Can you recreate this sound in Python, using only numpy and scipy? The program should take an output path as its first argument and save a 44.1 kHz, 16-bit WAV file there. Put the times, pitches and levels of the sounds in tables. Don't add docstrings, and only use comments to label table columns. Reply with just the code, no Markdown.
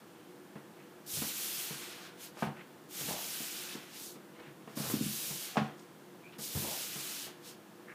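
import sys
import numpy as np
from scipy import signal
from scipy.io import wavfile

SR = 44100
rng = np.random.default_rng(int(sys.argv[2]) if len(sys.argv) > 2 else 0)


def dump_mix(stems):
    frames = np.atleast_2d(stems).T
    limited = np.clip(frames, -1, 1)
    pcm = np.round(limited * 32767).astype(np.int16)
    wavfile.write(sys.argv[1], SR, pcm)


N = 350154


def glides(treble_hz=(5000, 11000), body_hz=(1800, 4200), grain_db=0.5, patchy_db=0.8, sway_db=0.53):
    # start_s, touch_gain, run_up_s, load_s, lull_s, cruise_s, slowing_s,
    # speed_loss_db, level_db, bright_db, body_db
    crossings = [(1.063, 0.22, 0.083, .15, 0.27, 0.51, 0.5, 24, -40, 3, 0),
                 (2.885, 0.04, 0.12, 0.034, .281, 0.57, 0.29, 9.5, -41, 1, 1),
                 (4.749, 0, .03, 0.083, 0.24, .69, 0.24, 33.5, -42, 1.5, 0),
                 (6.383, 0.24, 0.061, .28, 0.13, .388, .48, 3.5, -40.8, 0.7, 0)]
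    # middle_s, length_s, level_db, bright_db, body_db
    swishes = [(1.184, .103, -41, -2, -5), (2.239, .066, -50, 1.5, 3), (2.425, 0.073, -51, -3, 10),
               (3.107, .09, -43.6, -3, -12), (3.8, .24, -57.2, -2, 10.5), (3.979, 0.09, -48, -1.4, 1),
               (4.051, .11, -47, .4, -15), (4.721, .08, -63.5, -2, 5), (4.84, 0.11, -54, 1.5, 10),
               (4.913, .026, -46.5, 9, -1), (5.214, .22, -43, 1.5, -7), (6.594, 0.1, -49, 10.5, 4),
               (7.484, 0.065, -49.5, -3.5, -1.4)]
    # frequency_hz, density_db
    hiss_spectrum = [(300, -21.5), (550, -12.5), (750, -9.5), (1020, -12.5), (1370, -5.5), (2050, -5.5),
                     (2700, -0.5), (3500, 0), (6500, -.5), (8800, -3), (11600, -1), (15400, -5.5)]
    # frequency_hz, hiss_db_per_speed_db
    speed_response = [(1500, 0), (4000, 0.47), (12000, 1.0)]
    t = np.arange(N) / SR
    control_t = t[::64]
    strokes = [crossing(control_t, *row) for row in crossings]
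    strokes += [swish(control_t, *row) for row in swishes]
    steady, hiss = 0, 0
    for hz, noise in noise_bands(N):
        treble = np.interp(hz, treble_hz, [0, 1])
        body = np.interp(hz, body_hz, [1, 0])
        speed_slope = at_hz(speed_response, hz)
        power = sum((contact * from_db(speed_db * speed_slope + bright_db * treble + body_db * body)) ** 2
                    for contact, speed_db, bright_db, body_db in strokes)
        envelope = np.interp(t, control_t, np.sqrt(power))
        band = noise * from_db(at_hz(hiss_spectrum, hz))
        steady += band
        hiss += band * envelope * from_db(patchy_db * drift(rate_hz=40))
    flicker = from_db(grain_db * drift(rate_hz=350) + sway_db * drift(rate_hz=18))
    return room(flicker * hiss / np.std(steady), wet_db=-15.5)


def crossing(t, start_s, touch_gain, run_up_s, load_s, lull_s, cruise_s, slowing_s,
             speed_loss_db, level_db, bright_db, body_db):
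    coast_t60_s, stop_db_per_s = 0.62, 202
    lull_depth_db, lull_half_width_s = 4.6, 0.032
    unloaded_db = -8.5
    age = t - start_s
    stopping_s = np.maximum(age - cruise_s - slowing_s, 0)
    attack = np.interp(age, [0, run_up_s], [touch_gain, 1], left=0)
    contact = attack * from_db(level_db - 60 * stopping_s / coast_t60_s)
    lull_db = lull_depth_db * np.exp(-((age - lull_s) / lull_half_width_s) ** 2)
    slowed = np.clip((age - cruise_s) / slowing_s, 0, 1)
    speed_db = -lull_db - speed_loss_db * slowed - stop_db_per_s * stopping_s
    weight = np.clip(age / load_s, 0, 1) ** 2
    return contact, speed_db, bright_db, body_db + unloaded_db * (1 - weight)


def swish(t, middle_s, length_s, level_db, bright_db, body_db, lift_db=3.0, slow_db=1.5):
    away = np.minimum((2 * (t - middle_s) / length_s) ** 2, 100)
    contact = from_db(level_db - lift_db * away)
    speed_db = -slow_db * away
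    return contact, speed_db, bright_db, body_db


def bumper_knocks(rattle_db=-9.5, rattle_t60_s=0.13):
    # start_s, level_db, hardness_hz
    blows = [(2.371, -39.5, 1090), (2.4236, -26.5, 1520), (2.431, -29, 1590), (5.558, -30.5, 700),
             (5.5698, -19.5, 2160), (5.577, -30, 2200), (5.589, -41, 3730)]
    track = np.zeros(N)
    t = np.arange(SR // 3) / SR
    for start_s, level_db, hardness_hz in blows:
        noise = butter(rng.standard_normal(len(t)), [520, max(hardness_hz, 900)], "band")
        rattle = from_db(rattle_db) * rms_one(noise) * decay(t, rattle_t60_s)
        add(track, start_s, from_db(level_db) * (clack(t, hardness_hz) + rattle))
    return room(butter(track, 260, "high"), wet_db=-10.5)


def clack(t, hardness_hz, scatter_db=1.5):
    # pitch_hz, level_db, t60_s
    bumper_modes = [(680, -22, .05), (766, -5.5, 0.073), (871, 2, 0.027), (1007, -17, 0.099),
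                    (1107, -11.5, 0.052), (1205, -13, 0.034), (1590, -16, 0.025), (2820, -17, 0.027),
                    (4060, -15, .012)]
    ringing = sum(from_db(db + scatter_db * rng.standard_normal()) * ring(t, hz, t60_s)
                  for hz, db, t60_s in bumper_modes)
    return butter(ringing, hardness_hz, "low", order=1)


def floor_thuds(settle_s=0.01247, settle_db=-7, settle_pitch_ratio=0.913):
    # start_s, level_db, pitch_hz, relative_slap_db
    landings = [(.556, -40, 208, -10.5), (1.17, -43.5, 161, -5.5), (1.219, -29.5, 254, -13),
                (1.706, -40, 184, -7.5), (2.424, -24.5, 225, -15), (2.468, -30.5, 185, -16),
                (3.008, -44.5, 174, -4.5), (3.085, -39.5, 208, -3), (3.403, -38, 265, -12.5),
                (3.752, -36, 256, -13.5), (4.153, -46, 261, -9), (4.478, -47, 180, -8.5),
                (4.675, -43.5, 237, -7), (4.771, -31, 250, -14.5), (4.8, -30, 209, -16.5),
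                (4.899, -34, 316, -7.5), (4.938, -21, 252, -27), (5.009, -23, 241, -39),
                (5.062, -28, 210, -41), (5.306, -39.5, 177, -9.5), (5.573, -21, 227, -20),
                (5.614, -26, 200, -19), (6.388, -42, 200, -8), (6.551, -31.5, 103, -14),
                (6.569, -32.5, 194, -13.5), (6.62, -38.5, 210, -10), (6.958, -41.5, 186, -8.5),
                (7.268, -47, 200, -5.5)]
    pushes, slaps = np.zeros((2, N))
    t = np.arange(SR // 2) / SR
    hollow_note = from_db(1) * ring(t, hz=440, t60_s=0.093)
    for start_s, level_db, pitch_hz, slap_db in landings:
        add(pushes, start_s, from_db(level_db) * push(t, pitch_hz))
        settle = push(t, pitch_hz * settle_pitch_ratio)
        add(pushes, start_s + settle_s, from_db(level_db + settle_db) * settle)
        noise = butter(rng.standard_normal(len(t)), [280, 3000], "band")
        slap = rms_one(butter(noise, 800, "low", order=1)) * decay(t, t60_s=0.22)
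        add(slaps, start_s, from_db(level_db + slap_db) * (slap + hollow_note))
    return room(floor_ring(pushes) + slaps, wet_db=-12.5)


def push(t, hz, rise_cycles=0.6):
    age = t * hz / rise_cycles
    swell = age * np.exp(1 - age)
    return butter(swell * np.sin(2 * np.pi * hz * t), hz / 2, "high")


def floor_ring(force):
    # pitch_hz, gain_db, t60_s
    floor_modes = [(120, -17, .2), (151.7, 0.5, 0.2), (178.6, -3.5, 0.21), (218.9, 0, 0.15),
                   (296.5, 0, 0.17), (411, -2.5, 0.066)]
    t = np.arange(SR // 2) / SR
    response = np.zeros(len(t))
    for hz, gain_db, t60_s in floor_modes:
        build_up = t60_s * SR / (2 * np.log(1000))
        response += from_db(gain_db) * ring(t, hz, t60_s) / build_up
    return force + signal.fftconvolve(force, response)[:N]


def scuffs(judder_db=3.0):
    # start_s, length_s, level_db, pitch_hz, width_hz, rise_hz
    rubs = [(.04, 0.3, -75, 2980, 800, 0), (0.739, 0.12, -66, 1800, 1800, 0),
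            (1.11, 0.16, -54, 110, 80, -1), (2.55, 0.093, -56, 1910, 1710, 0),
            (2.98, 0.22, -50.5, 210.5, 150, 2.5), (3.049, 0.19, -49, 758, 440, 1.5),
            (4.329, 0.19, -59.5, 1697, 2520, -1), (4.76, 0.16, -51.5, 803, 1000, 1),
            (4.74, 0.45, -51, 135, 44, 0.5), (5.759, .1, -66.5, 5600, 6000, 0),
            (6.225, 0.09, -61.5, 2300, 260, 300), (6.319, 0.051, -60.5, 2580, 2000, 0),
            (6.548, 0.24, -53.5, 259.4, 260, 0), (6.617, 0.18, -50, 720, 460, -4),
            (7.872, 0.065, -54, 1500, 704, 650)]
    track = np.zeros(N)
    slips = from_db(judder_db * drift(rate_hz=200)) * rng.standard_normal((2, N))
    for start_s, length_s, level_db, pitch_hz, width_hz, rise_hz in rubs:
        start, size = int(start_s * SR), int(length_s * SR)
        inphase, quadrature = butter(slips[:, start:start + size], width_hz / 2, "low")
        phase = 2 * np.pi * np.cumsum(pitch_hz + np.linspace(0, rise_hz, len(inphase))) / SR
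        resonance = inphase * np.cos(phase) + quadrature * np.sin(phase)
        pressure = np.sin(np.linspace(0, np.pi, len(phase)))
        add(track, start_s, from_db(level_db) * rms_one(pressure * resonance))
    return room(track, wet_db=-11.5)


def ventilation(air_db=-55):
    # frequency_hz, relative_density_db
    air_spectrum = [(24, -70), (40, -41), (170, -2.5), (223, -2), (253, -10), (349, 2.5), (448, -21),
                    (483, -11.5), (775, -12.5), (1150, -15), (1850, -17.5), (2050, -22.5), (3120, -23.5),
                    (4430, -28), (15400, -31.5)]
    # pitch_hz, width_hz, level_db
    duct_modes = [(357.5, 18, -62.5), (484, 22.4, -66.5)]
    air = rms_one(sum(noise * from_db(at_hz(air_spectrum, hz)) for hz, noise in noise_bands(N)))
    hum = np.zeros(N)
    for hz, width_hz, level_db in duct_modes:
        band = butter(rng.standard_normal(N), [hz - width_hz / 2, hz + width_hz / 2], "band")
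        hum += from_db(level_db) * rms_one(band)
    return from_db(air_db) * air + hum


def room(x, wet_db, fade_in_s=0.0074):
    # frequency_hz, t60_s
    decay_times = [(100, 0.38), (300, 0.44), (1000, 0.43), (3000, 0.38), (12000, 0.11)]
    t = np.arange(SR // 2) / SR
    tail = sum(noise * decay(t, at_hz(decay_times, hz)) for hz, noise in noise_bands(len(t)))
    tail *= np.minimum(t / fade_in_s, 1) ** 2
    return x + from_db(wet_db) * signal.fftconvolve(x, tail / np.linalg.norm(tail))[:len(x)]


def from_db(db):
    return 10 ** (np.asarray(db) / 20)


def rms_one(x):
    return x / np.sqrt(np.mean(x ** 2) + 1e-20)


def at_hz(points, hz):
    known_hz, values = np.transpose(points)
    return np.interp(np.log(hz), np.log(known_hz), values)


def drift(rate_hz):
    knots = rng.standard_normal(int(N / SR * rate_hz) + 2)
    return rms_one(np.interp(np.arange(N) / SR * rate_hz, np.arange(len(knots)), knots))


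def butter(x, hz, kind, order=2):
    sections = signal.butter(order, np.clip(hz, 10, 0.45 * SR), kind, fs=SR, output="sos")
    return signal.sosfilt(sections, x)


def noise_bands(size):
    edges_hz = np.geomspace(35, 17900, 28)
    white = rng.standard_normal((2, size))
    for k, (low, high) in enumerate(zip(edges_hz, edges_hz[1:])):
        yield np.sqrt(low * high), butter(white[k % 2], [low, high], "band")


def decay(t, t60_s):
    return from_db(-60 * t / t60_s)


def ring(t, hz, t60_s):
    return np.sin(2 * np.pi * hz * t) * decay(t, t60_s)


def add(track, start_s, sound):
    start = int(start_s * SR)
    track[start:start + len(sound)] += sound[:N - start]


def scene():
    mix = glides() + bumper_knocks() + floor_thuds() + scuffs() + ventilation()
    return np.tile(mix, (2, 1))


def record(dry, low_cut_hz=83, high_cut_hz=15500):
    thin = butter(dry, low_cut_hz, "high")
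    return signal.sosfilt(signal.ellip(12, 0.1, 70, high_cut_hz, fs=SR, output="sos"), thin)


dry = scene()
out = record(dry)
dump_mix(out)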